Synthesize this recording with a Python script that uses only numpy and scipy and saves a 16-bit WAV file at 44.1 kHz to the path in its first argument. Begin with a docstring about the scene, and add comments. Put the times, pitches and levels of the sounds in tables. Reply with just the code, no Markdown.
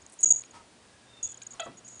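"""Ferrets wrestling with a collar bell

Two ferrets tumble in a shaggy pet bed in a quiet tiled room: noise bumps, scratching grains, modal snaps.
A tiny collar bell chatters in short, abruptly ending bursts: one high stuttering mode and rattling clicks.
One ferret huffs (air and two tones), whines thinly (sagging sines) and squeaks once (harmonics and rasp).
Hiss, a low hum and a rumble lie beneath."""
import sys
import numpy as np
from scipy import signal
from scipy.fft import rfft, irfft
from scipy.io import wavfile

SR = 44100
rng = np.random.default_rng(int(sys.argv[2]) if len(sys.argv) > 2 else 0)


def master_out(mix):
    """Clip the mix to full scale and print it as 16-bit PCM to the path in sys.argv[1]."""
    frames = np.transpose(np.atleast_2d(mix))
    ceiling = np.clip(frames, -1, 1)
    pcm = np.round(ceiling * 32767).astype(np.int16)
    wavfile.write(sys.argv[1], SR, pcm)


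N = 88200
T = np.arange(N) / SR  # seconds


def amp(db):
    """Decibels to gain."""
    return 10 ** (np.asarray(db) / 20)


def unit(x):
    """Scales to rms 1."""
    return x / np.sqrt(np.mean(abs(x) ** 2) + 1e-20)


def read(points, hz):
    """Reads a table of (frequency, value) on a log-frequency axis."""
    f, value = np.transpose(points)
    return np.interp(np.log(hz + 1), np.log(f + 1), value)


def colour(x, points):
    """Filters x by a table of (Hz, dB), then scales to rms 1."""
    gain = amp(read(points, np.fft.rfftfreq(N, 1 / SR)))
    return unit(irfft(rfft(x) * gain, N))


def drift(width_hz):
    """Smooth random motion: noise under a Gaussian low-pass, at rms 1."""
    hz = np.fft.rfftfreq(N, 1 / SR)
    lowpass = np.exp(-.5 * (hz / width_hz) ** 2)
    return unit(irfft(rfft(rng.standard_normal(N)) * lowpass, N))


def gate(start_s, length_s, edge_s):
    """Opens, holds and shuts with soft edges."""
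    inside_s = np.minimum(T - start_s, start_s + length_s - T)
    return np.sin(np.pi / 2 * np.clip(inside_s / edge_s + .5, 0, 1)) ** 2


def blow(start_s, rise_s, t60_s):
    """Quick linear rise on an exponential decay of 60 dB per t60."""
    age = np.maximum(T - start_s, 0)
    return np.minimum(age / rise_s, 1) * np.exp(-np.log(1000) * age / t60_s)


def grains(per_s, spread_db):
    """Random clicks of either sign and uneven size."""
    struck = rng.random(N) < per_s / SR
    return struck * rng.choice([-1, 1], N) * amp(spread_db * rng.standard_normal(N))


def sweep(hz):
    """Running phase in radians of a moving pitch."""
    return 2 * np.pi * np.cumsum(hz) / SR


def background():
    """Steady coloured hiss, a wavering hum with its octave, and an uneven low rumble."""
    # hiss spectrum: frequency_hz, relative_level_db
    air = [(15, -43), (25, -28), (211, -2.5), (879, -7.5), (1640, -11.5), (3760, -14), (10000, -18),
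           (13000, -46), (22000, -120)]
    # swell of the hum: time_s, rms_level_db
    hum_level = [(0, -99), (.33, -63.5), (.7, -89.5), (1.1, -70), (2, -66)]
    hum_hz, octave_db, air_db = 117.8, -80.5, -58
    rumble_hz, rumble_db, rumble_swell = 83.5, -71, 0.43
    phase = 2 * np.pi * hum_hz * T + .5 * drift(width_hz=5.5)
    hum = amp(np.interp(T, *np.transpose(hum_level))) * np.sin(phase)
    hum += amp(octave_db) * np.sin(2 * phase)
    swell = np.exp(rumble_swell * drift(width_hz=4.8))
    rumble = unit(drift(width_hz=28) * np.sin(2 * np.pi * rumble_hz * T) * swell)
    hiss = colour(rng.standard_normal(N), air)
    return amp(air_db) * hiss + np.sqrt(2) * hum + amp(rumble_db) * rumble


def room(x):
    """The tail of the tiled room: scattered echoes under a decay set for each frequency."""
    # decay of the room: frequency_hz, t60_s
    room_t60 = [(200, 0.23), (2000, 0.232), (8000, 0.23)]
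    taps = grains(per_s=2800, spread_db=7) * (T > .006)  # no echo before 6 ms
    hz, t, z = signal.stft(taps, SR, nperseg=256)
    decay = np.exp(-np.log(1000) * t / read(room_t60, hz)[:, None])
    tail = signal.istft(z * decay, SR, nperseg=256)[1]
    return signal.fftconvolve(x, tail / np.linalg.norm(tail))[:N]


def scuffle():
    """Claws and fur scratch the pile as coloured grains; bodies bump the cushion as dull noise bursts."""
    # scratches in the pile: start_s, length_s, level_db
    scratches = [(0.097, 0.0055, -38.5), (.122, .003, -38.5), (0.129, 0.012, -41.5), (0.205, 0.015, -36.5)]
    # scratch spectrum: frequency_hz, relative_level_db
    scratch_colour = [(4000, -37), (7000, -13), (8300, -6.5), (9900, -6.5)]
    # bumps on the cushion: start_s, level_db, t60_s, lower_edge_hz, upper_edge_hz
    bumps = [(0.239, -44, 0.064, 313, 486), (0.267, -54.5, 0.31, 89.4, 440),
             (0.323, -52.5, 0.08, 687, 1000), (1.662, -42, 0.15, 192, 1210), (1.688, -48, 0.36, 122, 400)]
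    scratch = colour(grains(per_s=9220, spread_db=11.0), scratch_colour)
    out = sum(gate(s, length, edge_s=.002) * amp(db) for s, length, db in scratches) * scratch
    for s, db, t60, low_hz, top_hz in bumps:
        band = signal.butter(3, [low_hz, top_hz], "band", fs=SR, output="sos")
        thud = unit(signal.sosfilt(band, rng.standard_normal(N)))
        out += amp(db) * blow(s, .00077, t60) * thud
    return out


def snaps():
    """Small snaps of teeth or claws: a brief noise crack and a few hard, quickly dying modes."""
    # snaps: start_s, level_db
    snap_times = [(0.437, -43.5), (1.418, -38.5), (1.718, -53)]
    # ringing modes of a snap: frequency_hz, relative_level_db, t60_s
    modes = [(2402, -0.5, 0.017), (2710, -3.5, 0.0088), (3300, -5.5, 0.0098), (3870, -1, 0.0087),
             (4550, -4, 0.01)]
    crack_db, crack_t60_s, rise_s = 3, 0.0068, .0005
    out = np.zeros(N)
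    for s, db in snap_times:
        ring = sum(amp(mode_db) * blow(s, rise_s, t60) * np.sin(2 * np.pi * (hz * T + rng.random()))
                   for hz, mode_db, t60 in modes)
        crack = amp(crack_db) * blow(s, rise_s, crack_t60_s) * rng.standard_normal(N)
        out += amp(db) * (ring + crack)
    return out


def huffs():
    """Short grunting puffs: air and two firm, wavering tones from a ferret's open mouth."""
    # puffs: start_s, length_s, air_level_db, mouth_resonance_level_db
    puffs = [(0.532, 0.096, -52, -52.5), (0.59, 0.068, -64.5, -61.5), (1.521, 0.12, -55, -68)]
    # breath spectrum: frequency_hz, relative_level_db
    breath = [(300, -3.5), (850, -3), (1150, 1), (1600, -5), (9000, -13.5)]
    lower_hz, upper_hz, waver, upper_db = 926, 1280, .02, -2
    air = colour(rng.standard_normal(N), breath)
    lower, upper = (np.sin(sweep(hz * (1 + waver * drift(width_hz=76)))) for hz in (lower_hz, upper_hz))
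    mouth = unit(lower + amp(upper_db) * upper)
    out = np.zeros(N)
    for s, length, air_db, mouth_db in puffs:
        progress = np.clip((T - s) / length, 0, 1)
        puff = np.sin(np.pi * progress ** .5) ** 2  # the root makes it peak early
        out += puff * (amp(air_db) * air + amp(mouth_db) * mouth)
    return out


def whines():
    """Thin wheezy whistles: sines that swell, then sag in pitch and fray."""
    # whines: start_s, length_s, pitch_hz, sag_hz, relative_level_db
    calls = [(1.06, .32, 3650, 520, 0), (1.06, .28, 2700, 130, -8.5), (.84, .3, 1660, 20, -8),
             (1.32, .17, 1625, 5, -2)]
    sag_power, fray, flutter = 2.8, 0.025, 0.63
    out = np.zeros(N)
    for s, length, pitch_hz, sag_hz, db in calls:
        progress = np.clip((T - s) / length, 0, 1)
        hz = pitch_hz - sag_hz * progress ** sag_power
        hz = hz * (1 + fray * progress * drift(width_hz=300))
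        swell = np.sqrt(abs(np.sin(np.pi * progress))) * (1 + flutter * drift(width_hz=53))
        out += amp(db) * swell * unit(np.sin(sweep(hz)))
    return out


def squeak():
    """A yelp starts raspy and slides down; upper overtones hold pitch while the mouth resonance sinks."""
    # course of the squeak: time_s, pitch_hz, roughness (0-1), mouth_resonance_hz
    course = [(1.597, 740, .7, 3200), (1.608, 660, .3, 3280), (1.628, 660, .16, 2750),
              (1.67, 654, .14, 2050)]
    # its loudness: time_s, fundamental_db, second_harmonic_db, upper_harmonics_db
    loudness = [(1.5961, -47, -56, -64), (1.597, -39, -44, -39), (1.609, -40.5, -39, -41),
                (1.617, -41, -55.5, -42), (1.628, -54.5, -47, -41), (1.633, -38, -40, -62),
                (1.641, -39, -46.5, -63), (1.658, -61, -75.5, -57), (1.74, -75, -70, -74.5)]
    # throat spectrum: frequency_hz, relative_level_db
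    throat = [(600, -20), (1500, 1), (2600, -1), (3250, 1), (3900, -4), (4500, -11), (5500, -23)]
    jitter_depth, shimmer_depth, rasp_depth = 0.07, .8, 1.45  # at roughness 1
    peak_db, peak_width_hz = 6.5, 450  # mouth resonance

    times, *columns = np.transpose(course)
    hz, rough, peak_hz = (np.interp(T, times, c) for c in columns)
    times, *columns = np.transpose(loudness)
    first, second, upper = (amp(np.interp(T, times, c, left=-np.inf, right=-np.inf)) for c in columns)
    jitter = 1 + jitter_depth * rough * drift(width_hz=282)
    settled_hz = hz[-1]
    phase, held = sweep(hz * jitter), sweep(settled_hz * jitter)

    def partial(angle):
        """One harmonic, fluttering with the roughness."""
        shimmer = 1 + shimmer_depth * rough * drift(width_hz=150)
        return np.sqrt(2) * np.sin(angle + 2 * np.pi * rng.random()) * shimmer

    orders = np.arange(3, 8)
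    freqs = settled_hz * orders[:, None]
    mouth_peak = peak_db * np.exp(-((freqs - peak_hz) / peak_width_hz) ** 2)
    gains = amp(read(throat, freqs) + mouth_peak)
    gains = gains / np.linalg.norm(gains, axis=0)  # the peak moves without changing total power
    overtones = sum(g * partial(k * held) for k, g in zip(orders, gains))
    # the rasp is noise pulsing once per pitch cycle
    rasp_gain = rasp_depth * rough
    rasp = rasp_gain * colour(rng.standard_normal(N) * (1 + np.cos(phase)), throat)
    top = (overtones + rasp) / np.hypot(1, rasp_gain)
    return first * partial(phase) + second * partial(2 * phase) + upper * top


def bell():
    """Short gated bursts of one high, narrow-band mode at an evened, stuttering level, with rattling clicks."""
    # shakes of the collar bell: start_s, length_s, ring_level_db, pellet_rattle_level_db
    shakes = [(0.018, 0.0089, -53, -63), (0.064, 0.0018, -43.5, -43), (0.19, 0.019, -42.5, -75),
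              (0.207, 0.017, -47.5, -44), (0.2306, 0.016, -16, -27.5), (0.258, 0.007, -18, -60),
              (0.2645, 0.018, -24, -44), (0.286, 0.013, -27, -34), (0.305, 0.012, -14.5, -29.5),
              (0.3204, 0.0046, -14.5, -27), (.333, 0.013, -28.5, -43), (0.347, 0.0063, -32, -51),
              (0.36, 0.01, -28, -44), (0.371, 0.027, -36.5, -51), (.405, 0.017, -43, -53),
              (0.445, 0.019, -53.5, -72), (0.509, 0.0051, -50, -75), (1.229, 0.0076, -26, -35),
              (1.239, 0.021, -30, -44), (1.2642, 0.0043, -34.5, -70), (1.27, 0.0095, -46, -45),
              (1.287, 0.043, -45.5, -52.5), (1.344, 0.0032, -42.5, -75), (1.374, 0.0072, -44, -54),
              (1.421, 0.0037, -37.5, -73), (1.427, 0.0097, -48, -48.5), (1.467, 0.0064, -37.5, -47.5),
              (1.507, 0.018, -46, -53), (1.534, 0.0084, -46, -61), (1.599, 0.0082, -37, -42),
              (1.633, 0.03, -55, -57), (1.772, 0.023, -51, -58.5), (1.847, 0.026, -50, -82),
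              (1.878, 0.013, -55, -43.5), (1.894, 0.054, -50.5, -58), (1.955, 0.011, -50.5, -52.5),
              (1.969, 0.018, -51, -70), (1.995, 0.0029, -44, -40.5)]
    # pellet rattle spectrum: frequency_hz, relative_level_db
    rattle_colour = [(3900, -29), (4450, -21.5), (5600, -14), (6400, 6), (7700, 5), (8600, -8),
                     (10000, -16)]
    mode_hz, width_hz, steadiness, knee = 6740, 128, 0.82, .4
    stutter_hz, stutter_depth = 117, 0.26
    ring_edge_s, rattle_edge_s = .0022, .004
    wander = steadiness + unit(drift(width_hz) + 1j * drift(width_hz))
    level = wander / np.sqrt(abs(wander) ** 2 + knee ** 2)  # evens out the loudness
    # brief dips wherever the random motion passes through zero
    stutter = 1 - stutter_depth * np.exp(-10 * drift(stutter_hz) ** 2)
    ring = unit((stutter * level * np.exp(2j * np.pi * mode_hz * T)).real)
    rattle = colour(grains(per_s=18000, spread_db=10.5), rattle_colour)
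    out = np.zeros(N)
    for s, length, ring_db, rattle_db in shakes:
        out += gate(s, length, ring_edge_s) * amp(ring_db) * ring
        out += gate(s, length, rattle_edge_s) * amp(rattle_db) * rattle
    return out


def scene():
    """Ferrets, bell and room together, each group with its own send to the room."""
    whine_db = -62.5
    play_room_db, squeak_room_db, bell_room_db = -10, -10.5, -38.5
    play = amp(whine_db) * whines() + huffs() + scuffle() + snaps()
    yelp = squeak()
    jingle = bell()
    echo = room(amp(play_room_db) * play + amp(squeak_room_db) * yelp + amp(bell_room_db) * jingle)
    return (play + yelp + jingle + echo + background())[None]


def record(dry):
    """The recorder's band limit: a steep low-pass filter."""
    cutoff_hz = 10080
    lowpass = signal.firwin(301, cutoff_hz, window=("kaiser", 4), fs=SR)
    return signal.oaconvolve(dry, lowpass[None], "same")


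dry = scene()
out = record(dry)
master_out(out)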